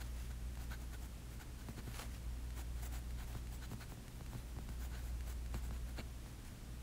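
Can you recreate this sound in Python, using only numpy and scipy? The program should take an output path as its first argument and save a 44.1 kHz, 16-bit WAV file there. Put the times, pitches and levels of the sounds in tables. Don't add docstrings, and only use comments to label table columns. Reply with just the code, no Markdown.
import sys
import numpy as np
from scipy import signal
from scipy.fft import rfft, irfft
from scipy.io import wavfile

SR = 44100
rng = np.random.default_rng(int(sys.argv[2]) if len(sys.argv) > 2 else 0)


def unload_audio(sound):
    columns = np.transpose(np.atleast_2d(sound))
    steps = np.round(np.clip(columns, -1, 1) * 32767)
    wavfile.write(sys.argv[1], SR, steps.astype(np.int16))


N = 300762
TIME = np.arange(N) / SR


def from_db(db):
    return 10 ** (np.asarray(db) / 20)


def rms_one(x):
    return x / np.sqrt(np.mean(x ** 2) + 1e-20)


def drift(rate):
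    hz = np.arange(N // 2 + 1) * SR / N
    return rms_one(irfft(rfft(rng.standard_normal(N)) / (1 + (hz / rate) ** 2), N))


def colour(x, spectrum):
    points_hz, points_db = np.transpose(spectrum)
    hz = np.arange(1, N // 2 + 2) * SR / N
    curve_db = np.interp(np.log(hz), np.log(points_hz), points_db)
    return rms_one(irfft(rfft(x) * from_db(curve_db), N))


def resonate(x, modes):
    out = np.zeros(len(x))
    for k, (hz, width, db) in enumerate(modes):
        r = np.exp(-np.pi * width / SR)
        poles = [1, -2 * r * np.cos(2 * np.pi * hz / SR), r * r]
        out += (-1) ** k * from_db(db) * (1 - r * r) / 2 * signal.lfilter([1, 0, -1], poles, x + 1e-18)
    return out


def shifting_ring(fibres, modes, wander_db):
    return rms_one(sum((-1) ** k * resonate(fibres, [mode]) * from_db(wander_db * drift(2.8))
                       for k, mode in enumerate(modes)))


def strike(times, peak_db, modes, contact_hz):
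    soften = signal.butter(2, min(contact_hz, .45 * SR), fs=SR, output="sos")
    blows = np.zeros(N)
    blows[np.round(np.asarray(times) * SR).astype(int)] = from_db(peak_db)
    one_blow = signal.sosfilt(soften, resonate(signal.unit_impulse(SR // 10), modes))
    return signal.sosfilt(soften, resonate(blows, modes)) / np.abs(one_blow).max()


def grains(per_s, spread_db):
    sizes = from_db(spread_db * np.minimum(rng.exponential(1, N), 4)) * rng.choice([-1, 1], N)
    return rms_one(sizes * (rng.random(N) < per_s / SR))


def swells(middles, lengths, dbs, pointed=1.07):
    out = np.zeros(N)
    for middle, length, db in zip(middles, lengths, dbs):
        inside = np.abs(TIME - middle) < length / 2
        out[inside] += from_db(db) * np.cos(np.pi * (TIME[inside] - middle) / length) ** pointed
    return out


# f/Hz, level/dB
ROOM_SPECTRUM = [(8, -14), (22, -4.5), (32, 5), (48, 2.5), (85, -4), (150, -8), (235, -9.5), (290, -13.5),
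                 (480, -20.5), (1000, -25), (2500, -28.5), (4500, -31.5), (9000, -32.5), (15500, -38.5)]


def room_hum():
    motor_hz, mains_hz, throb_hz = 59.05, 120, 0.403
    since_in_step = TIME - 2.79
    turns = motor_hz * TIME + .035 * drift(8.2)
    first = from_db(-49) * np.sin(2 * np.pi * turns)
    second_db = -54 + since_in_step
    second = from_db(second_db) * np.sin(2 * np.pi * (turns + throb_hz * since_in_step))
    mains = from_db(-59 + drift(2.5)) * np.sin(2 * np.pi * mains_hz * TIME + 0.42 * drift(1.2))
    air = from_db(-52) * colour(rng.standard_normal(N), ROOM_SPECTRUM)
    return np.sqrt(2) * (first + second + mains) + air


# middle t/s, length/s, level/dB
HAND_SLIDES = [(0.035, 0.21, -62), (0.205, 0.2, -60), (1.992, 0.19, -53.5), (2.141, 0.13, -59),
               (4.39, .08, -63.5), (6.29, 0.15, -67), (6.48, 0.12, -62.5)]
# f/Hz, level/dB
SKIN_SPECTRUM = [(200, -5), (500, -3), (1000, -0.5), (2000, 0), (3500, -3.5), (5500, -5.5), (6500, -3.5),
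                 (9000, -8.5), (10600, -4), (13000, -12.5), (16000, -7.5)]


def hand_slides():
    swish = colour(grains(per_s=10000, spread_db=2.5), SKIN_SPECTRUM)
    flicker = from_db(1.6 * drift(70))
    return swells(*np.transpose(HAND_SLIDES), pointed=1.16) * swish * flicker


# f/Hz, width/Hz, level/dB
NIB_TONES = [(4720, 72, -0.5), (5400, 340, -8.5), (6050, 160, -1.5), (6714, 320, -3.5), (6900, 160, 2.5),
             (7710, 210, 2), (9120, 220, -2.5), (10540, 430, -7), (11540, 300, -5), (11800, 690, -5),
             (11850, 280, 2.5), (13400, 400, -4.5), (15160, 350, 0), (15540, 400, -0.5)]
# f/Hz, width/Hz, level/dB
CHATTER_TONES = [(835, 340, -7.5), (1480, 210, 3.5), (2300, 570, -9), (3160, 390, -7), (4120, 570, -5),
                 (6870, 280, -8)]
# f/Hz, level/dB
HISS_SPECTRUM = [(1500, -11), (4000, -2.5), (7000, 0), (12000, 3.5), (16000, -10)]
# f/Hz, level/dB
PAPER_SPECTRUM = [(250, 6), (500, -4), (750, 5.5), (1100, -2.5), (1900, -1.5), (3000, -6.5), (5500, -15.5),
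                  (10000, -19), (16000, -24)]
# middle t/s, length/s, level/dB, push (0 = pulled along, 1 = driven against the fibres)
PEN_STROKES = [(.016, 0.031, -58, 0.76), (0.312, .024, -66, 0.9), (0.625, 0.087, -62, 0.4),
               (0.727, 0.065, -60.5, 1), (.824, 0.066, -63.5, 0.2), (0.942, .052, -62.5, 0.82),
               (1.037, 0.08, -64, .05), (1.33, 0.062, -64.5, .05), (1.416, 0.045, -61, 0.8),
               (1.61, 0.074, -66.5, .7), (1.694, 0.075, -64, 0.4), (1.785, 0.051, -60.5, .8),
               (1.883, 0.13, -64, 0.5), (2.592, 0.082, -57.5, 0.38), (2.79, .086, -67.5, 0.64),
               (2.85, .075, -58, 0.04), (2.955, .1, -58.5, 0.4), (3.212, 0.088, -62, 0.76),
               (3.296, 0.068, -62, 0.25), (3.356, 0.1, -63.5, 0.63), (3.542, .076, -62, 0),
               (3.639, .058, -60, .88), (3.725, 0.057, -61.5, 0.2), (3.823, .057, -60.5, 0.86),
               (3.916, .075, -65, 0), (4.163, 0.054, -72, 0), (4.338, 0.11, -65.5, 0.5),
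               (4.484, .06, -69, .05), (4.618, .087, -71, .2), (4.714, .075, -67.5, .5),
               (4.834, 0.096, -60.5, 0.3), (4.954, 0.12, -65, 0.86), (5.053, 0.16, -65, 0.2),
               (5.298, 0.088, -59, 0.2), (5.563, 0.089, -61.5, 0.7), (5.654, 0.075, -63.5, .05),
               (5.748, .08, -66, .4), (5.892, .08, -67, 0.6), (5.989, 0.067, -62, 0.8)]


def pen_strokes():
    middle, length, db, push = np.transpose(PEN_STROKES)
    grip = from_db(1.8 * drift(79))
    ring = shifting_ring(grip * grains(per_s=8700, spread_db=-0.5), NIB_TONES, wander_db=1.9)
    hiss = colour(grip * grains(per_s=11000, spread_db=0.5), HISS_SPECTRUM)
    steel = from_db(-2) * ring + from_db(-5.5) * hiss
    sheet = from_db(2) * colour(grip * grains(per_s=5000, spread_db=1.5), PAPER_SPECTRUM)
    chatter = from_db(-1.5) * shifting_ring(grains(per_s=2800, spread_db=0), CHATTER_TONES, wander_db=1)
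    squeak_hz = CHATTER_TONES[1][0] * (1.01 + 0.042 * drift(126))
    squeak = grip * np.sqrt(2) * np.sin(2 * np.pi * np.cumsum(squeak_hz) / SR)
    return (swells(middle, length, db + 1 - 3.5 * push, pointed=.85) * steel
            + swells(middle, length, db - 0.6 + 1.5 * push, pointed=.92) * sheet
            + swells(middle, length, db - 11.5 + 19 * push, pointed=1) * chatter
            + swells(middle, length, db - 17.5 + 21 * push ** 3, pointed=1) * squeak)


# f/Hz, width/Hz, level/dB
PEN_BODY_TONES = [(370, 54, 14), (724, 390, 6), (1020, 550, 4), (1610, 580, 1), (2294, 160, 2.5),
                  (2770, 150, 2), (4030, 240, -1.5), (4450, 120, -0.5), (7400, 120, -6)]
# t/s, level/dB
NIB_CLICKS = [(0.5536, -44.5), (0.574, -45), (1.944, -41), (2.5047, -43), (3.107, -43.5), (3.471, -44),
              (4.0808, -42), (4.2624, -42.5), (4.6896, -43), (5.2075, -41.5), (5.461, -44), (5.543, -39.5)]


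def nib_clicks():
    times, db = np.transpose(NIB_CLICKS)
    crack = strike(times, db - 4.5, PEN_BODY_TONES[3:], contact_hz=5000)
    ring = strike(times + 0.0005, db - 5.5, NIB_TONES, contact_hz=11000)
    return crack + ring


# f/Hz, width/Hz, level/dB
PAD_TONES = [(500, 140, 8), (885, 540, 8.5), (1840, 1300, -38), (4000, 3000, -10.5)]
# f/Hz, width/Hz, level/dB
DESK_TONES = [(114.5, 17.7, 6.5), (189, 29, -2.5), (224.5, 17.2, 2), (406, 120, -13.5)]
# t/s, tick level/dB, thump level/dB
NIB_TAPS = [(0.573, -45, -57), (1.686, -39.5, -43.5), (1.777, -56, -45.5), (1.874, -50, -44.5),
            (3.205, -53, -58), (3.351, -43, -44.5), (3.715, -42.5, -45), (3.734, -41.5, -46.5),
            (3.921, -43, -51), (3.974, -49, -52), (4.209, -43, -49), (4.333, -44, -51), (4.349, -44, -46),
            (4.566, -46, -49), (4.587, -41, -47), (4.689, -46, -48), (5.543, -37, -42.5), (5.69, -51, -54),
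            (5.709, -41, -48.5), (5.986, -46, -43.5), (6.262, -46.5, -54)]


def nib_taps():
    times, tick_db, thump_db = np.transpose(NIB_TAPS)
    tick = strike(times, tick_db + 0.5, PAD_TONES, contact_hz=4500)
    thump = strike(times + 0.0022, thump_db + 5, DESK_TONES, contact_hz=600)
    return tick + thump


# middle t/s, length/s, level/dB
NIB_SNAGS = [(1.797, 0.039, -57.5), (1.946, 0.0095, -51), (4.948, 0.032, -57), (5.31, 0.03, -59),
             (5.549, 0.032, -54), (5.742, 0.088, -63), (5.995, 0.044, -47.5)]


def nib_snags():
    jerk_hz = 170 * from_db(2.8 * drift(60))
    cycle = np.cumsum(jerk_hz) / SR % 1
    slips = grains(per_s=3000, spread_db=2) * np.exp(-2.1 * cycle)
    return swells(*np.transpose(NIB_SNAGS)) * rms_one(resonate(slips, PEN_BODY_TONES))


# f/Hz, level/dB
JERK_SPECTRUM = [(260, -38), (450, -8), (553, -1), (1070, -4), (1550, -7.5), (3390, -10.5), (12000, -18.5),
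                 (15600, -48), (22000, -120)]


def hand_jerk():
    start_s, fade_s = 1.991, 0.033
    fade = (TIME >= start_s) * np.exp(-np.abs(TIME - start_s) / fade_s)
    return from_db(-46.5) * fade * colour(grains(per_s=3000, spread_db=4), JERK_SPECTRUM)


def scene():
    mix = room_hum() + hand_slides() + pen_strokes() + nib_clicks() + nib_taps() + nib_snags()
    return (mix + hand_jerk())[None]


def record(dry):
    cutoff_hz = 15700
    return signal.sosfilt(signal.ellip(12, .1, 70, cutoff_hz, fs=SR, output="sos"), dry)


dry = scene()
out = record(dry)
unload_audio(out)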